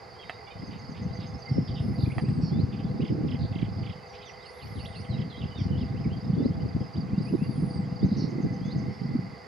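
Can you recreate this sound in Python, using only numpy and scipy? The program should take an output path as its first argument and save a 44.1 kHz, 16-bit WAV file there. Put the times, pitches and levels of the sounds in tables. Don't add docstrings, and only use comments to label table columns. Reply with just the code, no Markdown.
import sys
import numpy as np
from scipy import signal
from scipy.fft import rfft, irfft, next_fast_len
from scipy.io import wavfile
from scipy.ndimage import uniform_filter1d

SR = 44100
rng = np.random.default_rng(int(sys.argv[2]) if len(sys.argv) > 2 else 0)


def bounce(signal):
    frames = np.transpose(np.atleast_2d(signal))
    limited = np.clip(frames, -1, 1)
    pcm = np.round(limited * 32767).astype(np.int16)
    wavfile.write(sys.argv[1], SR, pcm)


N = 417627
TIME = np.arange(N) / SR


def from_db(db):
    return np.exp(np.asarray(db) * np.log(10) / 20)


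def unit_rms(x):
    return x / np.sqrt(np.mean(x ** 2) + 1e-20)


def in_time(rows, t=TIME):
    s, *columns = np.transpose(rows)
    return [np.interp(t, s, c) for c in columns]


def at_hz(points, hz):
    freqs, values = np.transpose(points)
    return np.interp(np.log(hz + 1e-9), np.log(freqs), values)


def drift(rate, size=N):
    step, settle = 40, 2000
    pole = np.exp(-2 * np.pi * rate * step / SR)
    white = rng.standard_normal(size // step + settle + 2)
    slow = signal.lfilter([1], [1, -2 * pole, pole * pole], white)[settle:]
    return np.interp(np.arange(size) / step, np.arange(len(slow)), unit_rms(slow))


def add(track, s, sound):
    at = round(s * SR)
    part = sound[max(-at, 0):max(N - at, 0)]
    track[max(at, 0):max(at, 0) + len(part)] += part


def panned(x, right_db):
    return x * from_db(np.array([[-right_db], [right_db]]) / 2)


def shaped(spectrum, skirt=4):
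    low, high = spectrum[0][0], spectrum[-1][0]
    return lambda hz: (from_db(at_hz(spectrum, hz))
                       * np.minimum(hz / low, 1) ** skirt / np.maximum(hz / high, 1) ** skirt)


def resonance(centre_hz, half_width_hz):
    return lambda hz: 1 / (1 + ((hz - centre_hz) / half_width_hz) ** 2)


def tone(hz):
    return np.sin(2 * np.pi * (np.cumsum(hz) / SR + rng.random()))


def swell(u, edge):
    return np.maximum(np.sin(np.pi * u), 0) ** edge


def syllables(rows, shape, vary=0.013, rough=0.0045):
    out, t = np.zeros(N), np.arange(0, shape[-1][0], 1 / SR)
    hz, contour_db = in_time(shape, t)
    for s, level_db in rows:
        pitch = hz * (1 + vary * rng.normal() + rough * drift(270, len(t)))
        add(out, s, from_db(level_db + contour_db) * swell(t / t[-1], 0.18) * tone(pitch))
    return out


# (frequency [Hz], left-right correlation [0-1])
AMBIENT_LIKENESS = [(60, 1), (200, 0.23), (500, 0.76), (800, 0.31), (1250, 0.016), (2100, 0.62),
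                    (4500, 0.93), (8000, 0.38), (14000, 0.43)]
# (frequency [Hz], left minus right [dB])
AMBIENT_BALANCE = [(60, -10), (110, 1), (200, -12), (380, -1.5), (700, -2), (1290, -2.5), (2380, -5),
                   (4400, -2), (8120, -3), (15000, 2)]


def noise(colour, likeness=AMBIENT_LIKENESS, balance=AMBIENT_BALANCE):
    size = next_fast_len(N, True)
    hz = np.arange(size // 2 + 1) * SR / size
    mid, side = rfft(rng.standard_normal((2, size)))
    alike, sides = np.clip(at_hz(likeness, hz), -.99, .99), np.array([[1], [-1]])
    channels = np.sqrt(1 + alike) * mid + np.sqrt(1 - alike) * side * sides
    channels *= from_db(sides * at_hz(balance, hz) / 2)
    return unit_rms(irfft(channels * colour(hz))[:, :N])


# (time [s], length [s], level [dB], deep thud relative to the rumble [dB])
GUSTS = [(0.592, 0.33, -38, -5.5), (1.03, 0.33, -35, 0.5), (1.526, 0.085, -25.5, -5.5),
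         (1.702, 0.024, -28, -1), (1.836, 0.34, -28, -5), (2.241, 0.41, -26, -9.5),
         (2.757, 0.59, -29, -12.5), (3.433, 0.46, -30, 0), (4.66, 0.36, -38, 4), (5.122, 0.12, -31, -14),
         (5.402, 0.058, -33.5, -0.5), (5.608, 0.54, -28, 0), (6.278, 0.53, -28, -9.5),
         (6.979, 0.24, -30, -8.5), (7.299, 0.65, -29, -10.5), (8.041, 0.84, -27.5, -26),
         (9.019, 0.23, -29.5, -29)]


def gusts(attack_s=0.093, release_s=0.054, sag_db_per_s=3, lull_db=-56.5):
    power = np.full(N, from_db(lull_db) ** 2)
    deep = power.copy()
    for s, length, level_db, deep_db in GUSTS:
        t = TIME - s
        attack = np.clip(1 + t / attack_s, 0, 1) ** 2
        release = np.exp(-np.maximum(t - length, 0) / release_s)
        gust = (from_db(level_db - sag_db_per_s * t) * attack * release) ** 2
        power += gust
        deep += gust * from_db(deep_db) ** 2
    return 10 * np.log10(power), 10 * np.log10(deep / power)


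# (frequency [Hz], level [dB])
RUMBLE_SPECTRUM = [(85, -11.5), (130, 1.5), (200, -1.5), (270, -9)]
# (frequency [Hz], left-right correlation [0-1])
WIND_LIKENESS = [(60, 0.99), (130, 0.7), (250, 0.53), (400, 0.18)]
# (time [s], length [s], level [dB])
BUFFETS = [(1.579, 0.0098, -19), (2.933, 0.4, -32.5), (6.354, 0.15, -26.5), (7.297, 0.082, -27),
           (8.098, 0.44, -36.5)]


def wind(low_db=-0.12, upper_db=-11, lumps_db=4, surge_db=2.5, harden=0.46, steady_s=0.071):
    gust_db, deep_db = gusts()
    gust_db += surge_db * drift(9.7)
    eddies, buffets = drift(31.3), np.zeros(N)
    for s, length, db in BUFFETS:
        add(buffets, s, from_db(db) * signal.windows.tukey(int(length * SR), .5))
    thud = from_db(deep_db) * noise(shaped([(65, -8.5), (105, 0.5)]), WIND_LIKENESS, [(100, 0.0053)])
    rumble = noise(shaped(RUMBLE_SPECTRUM), WIND_LIKENESS, [(100, 0.0028)])
    low = (thud + rumble) * from_db(lumps_db * eddies)
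    upper = noise(shaped([(230, 3), (330, 0), (480, -11.5), (800, -35)]), WIND_LIKENESS, [(300, -4.5)])
    upper *= from_db(6.5 * eddies)
    low, upper = [band / np.sqrt(uniform_filter1d(np.mean(band ** 2, axis=0), int(steady_s * SR)))
                  for band in (low, upper)]
    upper_gain = from_db(gust_db + upper_db + harden * (gust_db + 20)) + buffets
    return from_db(gust_db + low_db) * low + upper_gain * upper


# (time [s], level [dB], pitch [Hz])
THUMPS = [(1.511, -13, 140), (1.584, -11, 181), (1.801, -14, 121), (2.031, -12, 131), (2.282, -10.5, 156),
          (2.43, -11, 134), (2.629, -10.5, 127), (3.412, -17.5, 159), (5.096, -16, 145), (5.809, -17, 204),
          (6.292, -11, 148), (6.33, -11.5, 160), (6.375, -18, 196), (7.176, -12, 189), (7.322, -13, 206),
          (7.417, -12.5, 176), (7.786, -17, 184), (8.058, -16, 209), (8.113, -14, 186), (8.237, -14, 175),
          (9.15, -12, 241)]


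def thumps(gain_db=-4, rise_s=0.0065, pan_spread_db=3, sink=0.07):
    out, u = np.zeros((2, N)), np.arange(0, 9, 1 / (rise_s * SR))
    envelope = (u * np.exp(1 - u)) ** 2
    for s, level_db, hz in THUMPS:
        pitch = hz * (1 + sink * (np.exp(-u) * 2 - 1) + 0.13 * drift(110, len(u)))
        shove = from_db(level_db + gain_db) * envelope * tone(pitch)
        for channel, part in zip(out, panned(shove, pan_spread_db * rng.normal())):
            add(channel, s, part)
    return out


# (time [s], sweeps [count], level [dB])
RATTLES = [(3.013, 3, -41), (3.278, 3, -39.5), (3.519, 5, -40.5), (3.827, 4, -40.5), (5.041, 1, -47),
           (5.178, 1, -45), (5.209, 1, -42.5)]
# (time into the sweep [s], pitch [Hz], level [dB])
SWEEP = [(0, 4295, -17), (.005, 3630, -5.5), (0.01, 2650, -0.5), (0.014, 2300, -7)]
SWEEP_TAIL = [(.012, 3425, -7.5), (.018, 3140, -2.5), (.023, 2950, -12), (.028, 2870, -20)]


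def chatter(period_s=.031, edge_db=-8.5, sweep_db=-3, tail_db=-4, low_ratio=0.67, low_db=-1.5):
    beats = [(s + k * period_s, level_db + edge_db * ((2 * k + 1) / round(count) - 1) ** 2)
             for s, count, level_db in RATTLES for k in range(round(count))]
    delay, tails = SWEEP_TAIL[0][0], np.zeros(N)
    for ratio, voice_db in ((1, 0), (low_ratio, low_db)):
        starts = [(s + delay, db + voice_db) for s, db in beats]
        shape = [(s - delay, hz * ratio, db) for s, hz, db in SWEEP_TAIL]
        tails += syllables(starts, shape, vary=0.028, rough=0.019)
    sweeps = syllables(beats, SWEEP, vary=.04, rough=.05)
    return from_db(sweep_db) * sweeps + from_db(tail_db) * tails


# (time [s], length [s], start [Hz], middle [Hz], end [Hz], level [dB])
WHISTLES = [(2.24, 0.038, 2180, 2580, 2790, -59), (2.282, .032, 2300, 2500, 3200, -65),
            (0.189, 0.055, 3310, 3210, 3070, -54), (0.22, 0.031, 3120, 2450, 2030, -59),
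            (1.336, 0.029, 4880, 5230, 5050, -54.5), (1.467, 0.025, 2000, 2090, 2080, -49.5),
            (0.217, 0.14, 3760, 3740, 3850, -63), (1.08, 0.069, 3240, 3940, 3900, -71),
            (3.003, .03, 2280, 2900, 2690, -53.5), (2.055, 0.011, 2200, 2380, 2490, -51),
            (2.098, 0.027, 2400, 2160, 3000, -51.5), (4.072, 0.09, 6650, 5600, 6200, -67.5),
            (4.254, 0.069, 6400, 5700, 6000, -61), (4.255, .05, 3650, 3270, 2280, -55),
            (4.849, 0.019, 2311, 3296, 4270, -47.5), (5.089, 0.072, 4700, 3950, 3980, -55.5),
            (5.118, .055, 3350, 2920, 2500, -62), (5.295, 0.056, 4250, 4020, 3950, -57),
            (5.366, .036, 3620, 3900, 3450, -60), (5.404, 0.0056, 3900, 3100, 2900, -53),
            (5.414, .009, 3700, 3210, 2700, -46.5), (5.423, 0.0265, 3400, 2670, 3500, -52),
            (5.297, 0.084, 3870, 3240, 3380, -56.5), (5.502, 0.067, 3080, 2960, 2963, -59.5),
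            (5.551, 0.072, 3700, 3500, 2870, -54.5), (5.711, 0.08, 3200, 2930, 3600, -58),
            (5.798, 0.042, 3700, 2940, 2700, -55.5), (5.96, 0.039, 2444, 2960, 3340, -61.5),
            (6.098, 0.06, 2600, 3130, 3200, -58.5), (6.04, .014, 2600, 2370, 2050, -56),
            (6.95, 0.022, 2900, 3230, 4040, -59), (7.261, 0.038, 2510, 2540, 3000, -58),
            (7.378, 0.082, 2380, 2650, 2830, -61), (6.598, 0.023, 2850, 3050, 3200, -66),
            (7.11, .065, 2200, 2620, 2850, -65), (8.004, 0.063, 3300, 3720, 4200, -66),
            (5.578, 0.032, 2740, 2450, 2200, -59)]


def whistles(quaver=0.016, flutter_db=2):
    out = np.zeros(N)
    for s, length, *pitches, level_db in WHISTLES:
        u = np.linspace(0, 1, int(length * SR))
        bend = np.polyval(np.polyfit([0, .5, 1], pitches, 2), u)
        hz = bend * (1 + quaver * drift(250, len(u)))
        gain = from_db(level_db + flutter_db * drift(90, len(u)))
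        add(out, s, gain * swell(u, .3) * tone(hz))
    return out


# (time [s], length [s], start [Hz], end [Hz], swing [Hz],
# swing rate [1/s], hoarseness [0-1], level [dB])
BUZZES = [(0.708, 0.046, 3200, 3070, 790, 45, 0.07, -55), (0.947, 0.04, 3000, 2850, 800, 43, 0.16, -53.5),
          (1.191, 0.063, 3500, 2870, 600, 95, 0.27, -53), (1.675, 0.028, 3600, 3280, 420, 120, 0.08, -52),
          (1.751, 0.049, 3350, 3200, 470, 100, .03, -48.5),
          (2.413, 0.096, 5100, 4810, 563, 160, 0.02, -48.5), (2.72, 0.025, 3100, 2970, 650, 100, 0.04, -52),
          (2.786, 0.022, 3200, 2960, 596, 85, 0.1, -52.5), (4.128, 0.045, 3100, 3064, 658, 91, 0.13, -52),
          (4.213, 0.028, 3000, 3770, 598, 100, .1, -49.5), (5.577, 0.076, 5180, 4890, 553, 210, 0.04, -51),
          (5.777, 0.05, 3900, 3730, 600, 53, 0, -58), (2.627, 0.034, 5050, 5280, 260, 42, .01, -63),
          (8.167, 0.091, 5200, 4800, 676, 165, 0.05, -45.5)]


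def buzzes(unsteady=0.22, falling_db=2, bottom_db=1.5):
    out = np.zeros(N)
    for s, length, start_hz, end_hz, swing_hz, rate, hoarse, level_db in BUZZES:
        u = np.linspace(0, 1, int(length * SR))
        sway = tone(rate * (1 + unsteady * drift(41, len(u))))
        hz = start_hz + (end_hz - start_hz) * u + swing_hz * sway
        hz *= 1 + hoarse * drift(600, len(u))
        pulse = unit_rms(from_db(-falling_db * unit_rms(np.gradient(sway)) - bottom_db * sway))
        add(out, s, from_db(level_db) * swell(u, 0.26) * pulse * tone(hz))
    return out


# (time [s], level [dB])
HOOKS = [(4.445, -47), (4.61, -45.5), (4.783, -43.5), (4.946, -43)]
# (time from its own start [s], pitch [Hz], level [dB])
HOOK = [(0, 3070, -9), (.018, 4460, -0.5), (.04, 4550, -2.5), (.06, 5200, -9), (0.073, 6000, -11)]
LEAD_IN = [(0, 3960, -7), (.02, 3120, -11), (0.056, 2500, -2)]


def hooks(lead_s=0.024):
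    rising = syllables(HOOKS, HOOK, vary=0.0055, rough=0.02)
    return rising + syllables([(s - lead_s, db) for s, db in HOOKS], LEAD_IN, vary=0.033, rough=0.057)


# (time [s], first chip [dB], whistle [dB], whistle hoarseness [0-1])
YELLOWHAMMER_SONGS = [(.654, -55.5, -52.5, 0), (8.042, -55, -60.5, 0)]
# (time into the chip [s], pitch [Hz], level [dB])
CHIP = [(0, 5920, -12.5), (.006, 6560, -11), (.014, 6300, -7), (0.029, 6010, -1)]


def yellowhammer(count=7, period_s=.121, grow_db=0.63, ring_delay_s=.835, ring_s=.52, fade_db_per_s=17):
    start_hz, end_hz, swing_hz, swings_per_s = 5330, 5030, 130, 230
    out, t = np.zeros(N), np.arange(0, ring_s, 1 / SR)
    for s, chip_db, ring_db, hoarse in YELLOWHAMMER_SONGS:
        chips = [(s + k * period_s, chip_db + k * grow_db) for k in range(count)]
        out += syllables(chips, CHIP, rough=0.03)
        sway = tone(swings_per_s * (1 + 0.16 * drift(60, len(t))))
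        hz = start_hz + (end_hz - start_hz) * t / ring_s + swing_hz * sway
        hz *= 1 + hoarse * drift(300, len(t))
        envelope = from_db(ring_db - fade_db_per_s * t) * swell(t / ring_s, 0.13)
        add(out, s + ring_delay_s, envelope * tone(hz))
    return out


# (time [s], length [s], start [Hz], end [Hz], level [dB])
WARBLES = [(1.976, 0.093, 5030, 4450, -49), (3.384, 0.091, 5030, 4520, -51), (8.082, 0.11, 5000, 4880, -53)]


def warbles(dip_hz=1242, dips_per_s=50):
    out = np.zeros(N)
    for s, length, start_hz, end_hz, level_db in WARBLES:
        t = np.arange(0, length, 1 / SR)
        dips = 1 - abs(np.cos(np.pi * dips_per_s * t))
        hz = start_hz + (end_hz - start_hz) * t / length - dip_hz * dips
        add(out, s, from_db(level_db) * swell(t / length, 0.59) * tone(hz))
    return out


# (time [s], level [dB])
UPSLURS = [(2.495, -57), (6.345, -61), (8.605, -56.5)]
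# (time into the call [s], pitch [Hz], level [dB])
UPSLUR = [(0, 3080, -14), (0.044, 3404, -4), (0.088, 3540, -7), (.11, 4110, 4), (.125, 4730, 9),
          (0.134, 4990, -15)]


def upslurs():
    return syllables(UPSLURS, UPSLUR, rough=.008)


# (time [s], length [s], pitch [Hz], level [dB])
NASALS = [(0.468, 0.024, 582, -52.5), (0.502, 0.03, 617, -52.5)]
# (harmonic [number], level [dB])
NASAL_HARMONICS = [(4, 0.5), (5, -2), (6, -3.5)]


def nasals(droop=0.063, rough=0.0072):
    out = np.zeros(N)
    for s, length, pitch_hz, level_db in NASALS:
        u = np.linspace(0, 1, int(length * SR))
        hz = pitch_hz * (1 - droop * (2 * u - 1) ** 2 + rough * drift(200, len(u)))
        voice = sum(from_db(level_db + db) * tone(round(k) * hz) for k, db in NASAL_HARMONICS)
        add(out, s, swell(u, .5) * voice)
    return out


# (time [s], length [s], crest [Hz], crest position [0-1], pointedness [exponent],
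# first dip [s], second dip [s], hoarse break [s], its half-width [s], side tones [dB], level [dB])
ARCHES = [(1.789, 0.7, 10870, 0.28, 0.7, 2.125, 2.265, 1.85, 0.036, -7.5, -66),
          (4.426, 0.69, 10580, 0.46, 0.39, 4.79, 4.925, 4.6, .11, -5.5, -66),
          (7.21, .66, 11220, 0.32, .72, 7.42, 7.575, 7.33, 0.055, -20, -63.5)]


def arches(foot_hz=6730, dip_depths_hz=(950, 1280), dip_width_s=0.05, side_hz=1400, lower_db=-10):
    quaver, wobble, hoarse, shimmer_db = .007, .02, .016, 2.5
    clearest_hz, loss_db_per_khz = 9530, 5
    out = np.zeros(N)
    for s, length, crest_hz, crest_at, pointed, *dips, break_s, width_s, side_db, level_db in ARCHES:
        t = np.arange(s, s + length, 1 / SR)
        u, size = (t - s) / length, len(t)
        skew = np.log(.5) / np.log(crest_at)
        hz = foot_hz + (crest_hz - foot_hz) * swell(u ** skew, pointed)
        for dip_s, dip_hz in zip(dips, dip_depths_hz):
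            hz -= dip_hz * np.exp(-((t - dip_s) / dip_width_s) ** 2)
        broken = np.exp(-((t - break_s) / width_s) ** 2)
        waver = (quaver + wobble * broken) * drift(40, size)
        pitch = hz * (1 + waver + hoarse * (broken + .2) * drift(700, size))
        spacing = side_hz * (hz / 10500) ** 2 * (1 + 0.072 * drift(8, size))
        side_gain = np.clip((hz - 8000) / 2000, 0, 1) * from_db(side_db)
        partials = ((0, 0.75), (0.87, side_gain), (-1, side_gain * from_db(lower_db)))
        voice = sum(gain * from_db(shimmer_db * drift(45, size)) * tone(pitch + k * spacing)
                    for k, gain in partials)
        loss_db = loss_db_per_khz * abs(hz - clearest_hz) / 1000
        add(out, s, from_db(level_db - loss_db) * swell(u, 0.19) * voice)
    return out


# (time [s], level [dB], dull above [Hz])
KNOCKS = [(.296, -34, 4500), (.3005, -47, 5000), (2.1825, -32.5, 2100), (2.191, -48, 3500),
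          (2.1985, -45, 3500), (2.288, -50, 9000)]
# (frequency [Hz], level [dB], time to fall 60 dB [s])
KNOCK_MODES = [(717, 6, 0.024), (1262, 1, 0.016), (1940, 10.5, 0.011), (2070, -9, 0.051), (2620, -1, 0.025),
               (3270, -1, 0.017), (4050, -12, 0.043)]


def knocks(crack_db=-10, snap_db=-21, decay_s=0.006):
    out, t = np.zeros(N), np.arange(SR // 8) / SR

    def burst(*band_hz):
        band = signal.butter(2, band_hz, "band", fs=SR, output="sos")
        return signal.sosfilt(band, rng.standard_normal(len(t))) * np.exp(-t / decay_s)

    for s, level_db, dull_hz in KNOCKS:
        ring = sum(from_db(db - 60 * t / t60) * np.sin(2 * np.pi * hz * t) * rng.choice([-1, 1])
                   for hz, db, t60 in KNOCK_MODES)
        crack = from_db(crack_db) * burst(600, 3300)
        snap = from_db(snap_db) * burst(3500, 10000)
        body = signal.sosfilt(signal.butter(2, dull_hz, fs=SR, output="sos"), ring + crack)
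        add(out, s, from_db(level_db) * (body + snap))
    return out


def chirps(rows, stroke_s=.023, fall_hz=520, period_s=.035, grow_db=0.5, rough=.012, strokes=3):
    out, u = np.zeros(N), np.linspace(0, 1, int(stroke_s * SR))
    for s, level_db, pitch_hz in rows:
        period = period_s * (4700 / pitch_hz) ** 2
        for k in range(strokes):
            hz = pitch_hz * (1 + rough * drift(300, len(u))) - fall_hz * (u - .5)
            gain = from_db(level_db - grow_db * k * (k + 1) / 4)
            add(out, s - k * period - stroke_s / 2, gain * swell(u, 0.92) * tone(hz))
    return out


# (time of the last stroke [s], level [dB])
NEAR_CHIRPS = [(.392, -52.5), (.715, -50.5), (0.926, -51), (1.209, -48.5), (1.498, -44), (1.752, -46),
               (2.032, -48), (2.255, -50), (2.772, -53.5), (3.054, -58), (3.855, -52), (4.409, -54),
               (5.026, -53.5), (5.308, -59), (5.558, -53), (5.9, -53.5), (6.205, -51.5), (6.697, -52),
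               (7.013, -46), (7.259, -49), (7.513, -50.5), (7.78, -46.5), (8.036, -47.5), (9.07, -53.5)]
HIGH_CHIRPS = [.655, .885, 1.272, 3.137, 3.342, 3.797, 4.22, 5.21, 5.85, 6.077, 6.282, 6.495, 6.872, 7.29,
               8.826]


def near_crickets(near_hz=4710, high_hz=5020, high_db=-54):
    nearest = chirps([(s, level_db, near_hz) for s, level_db in NEAR_CHIRPS])
    return nearest + chirps([(s, high_db, high_hz) for s in HIGH_CHIRPS])


def far_crickets(level_db=-55, spread_db=4, count=80):
    return chirps([((k + when) * N / SR / count, level_db - spread_db * faint, 4620 + 370 * pitch)
                   for k, (when, faint, pitch) in enumerate(rng.random((count, 3)))])


def far_birds(peak_db=-62, loudest_s=4, fade_db_per_s=1.7, count=150):
    out = np.zeros(N)
    for k, (when, length, pitch, slur, loud) in enumerate(rng.random((count, 5))):
        s = (k + when) * N / SR / count
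        u = np.linspace(0, 1, int((.018 + .05 * length) * SR))
        hz = (2350 + 1250 * pitch) * (1 + 0.45 * (slur - .4) * u + 0.03 * drift(200, len(u)))
        level_db = peak_db - fade_db_per_s * abs(s - loudest_s) + 7 * (loud - .5)
        add(out, s, from_db(level_db) * swell(u, 1) * tone(hz))
    return out


# (time [s], frogs [dB], insects [dB])
CHORUSES = [(0, -62, -53), (1.5, -60.5, -56.5), (2.7, -66, -58), (4.7, -56.5, -55), (6.5, -62.5, -59),
            (7.5, -61.5, -57), (9.1, -57.5, -55)]


def choruses(frog_gain_db=1, throb_db=2.5, insect_gain_db=-4.5):
    frogs_db, insects_db = in_time(CHORUSES)
    frogs = from_db(frogs_db + frog_gain_db + throb_db * drift(33)) * noise(resonance(2034, 97))
    insect_band = shaped([(4350, -2.5), (4650, 1.5), (5000, 0.5), (5200, -9)], skirt=120)
    return frogs + from_db(insects_db + insect_gain_db) * noise(insect_band)


# (frequency [Hz], level [dB])
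DRONE_SPECTRUM = [(60, -4), (100, 2.5), (200, -15.5), (290, -16.5), (420, 1), (580, -9), (820, -4.5),
                  (950, -7.5), (1120, -6), (1400, -12.5), (1700, -56)]
# (frequency [Hz], half-width [Hz], level [dB])
HUM_RESONANCES = [(496, 12, -54), (672, 27.5, -58), (799.5, 20.7, -56.5)]


def drone(roar_db=-49.5, waver_db=2):
    roar = from_db(roar_db) * noise(shaped(DRONE_SPECTRUM))
    hum = noise(lambda f: sum(from_db(db) * resonance(hz, width)(f) / np.sqrt(width)
                              for hz, width, db in HUM_RESONANCES))
    hum *= np.linalg.norm([from_db(db) for _, _, db in HUM_RESONANCES])
    return roar + hum * from_db(waver_db * drift(5.2))


# (frequency [Hz], level [dB])
AIR_SPECTRUM = [(1500, 10.5), (2600, 2), (3300, -5), (4200, -2), (5400, -5.5), (6300, -8), (7300, -13.5),
                (8400, -19.5), (9600, -13.5), (11500, -21), (15000, -27)]


def air(level_db=-58):
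    return from_db(level_db) * noise(shaped(AIR_SPECTRUM))


def marsh(x, wet_db, t60=0.2, echo_s=0.0057, echo_db=-11):
    t = np.arange(SR // 2) / SR
    shared, own = rng.standard_normal(len(t)), rng.standard_normal((2, len(t)))
    scatter = (shared + 0.13 * own) * from_db(-60 * t / t60) * (t > echo_s)
    scatter /= np.sqrt(np.sum(scatter ** 2) / 2)
    reeds = signal.oaconvolve(x[None], scatter, axes=1)[:, :N]
    echo = np.interp(TIME - echo_s, TIME, x, left=0)
    return x + from_db(echo_db) * echo + from_db(wet_db) * reeds


def scene():
    songs = from_db(4) * whistles() + nasals() + warbles() + far_birds() + from_db(-3.5) * hooks()
    rasps = marsh(from_db(-1) * buzzes(), wet_db=-2, echo_db=-7)
    rasps += marsh(from_db(-2.5) * yellowhammer(), wet_db=-2.5, t60=0.26, echo_db=-20)
    rising = marsh(from_db(4) * upslurs(), wet_db=-7)
    songs = marsh(songs, wet_db=-7, t60=0.3, echo_db=-8.5)
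    rattles = marsh(chatter(), wet_db=-10, echo_db=-12)
    birds = panned(songs + rising, 6.9) + panned(rasps, 5.6) + panned(rattles, 8)
    overhead = panned(marsh(from_db(4) * arches(), wet_db=-10, echo_db=-18.5), -.6)
    crickets = panned(marsh(near_crickets() + far_crickets(), wet_db=-14.5, echo_db=-19), 7)
    close = panned(marsh(knocks(), wet_db=-9, t60=0.07, echo_db=-27), 4.6)
    distance = drone() + choruses() + air()
    return wind() + thumps() + birds + overhead + close + crickets + distance


def record(dry, low_cut_hz=52, high_cut_hz=15150):
    dry = signal.sosfilt(signal.butter(3, low_cut_hz, "high", fs=SR, output="sos"), dry)
    return signal.sosfilt(signal.ellip(10, .1, 80, high_cut_hz, fs=SR, output="sos"), dry)


dry = scene()
out = record(dry)
bounce(out)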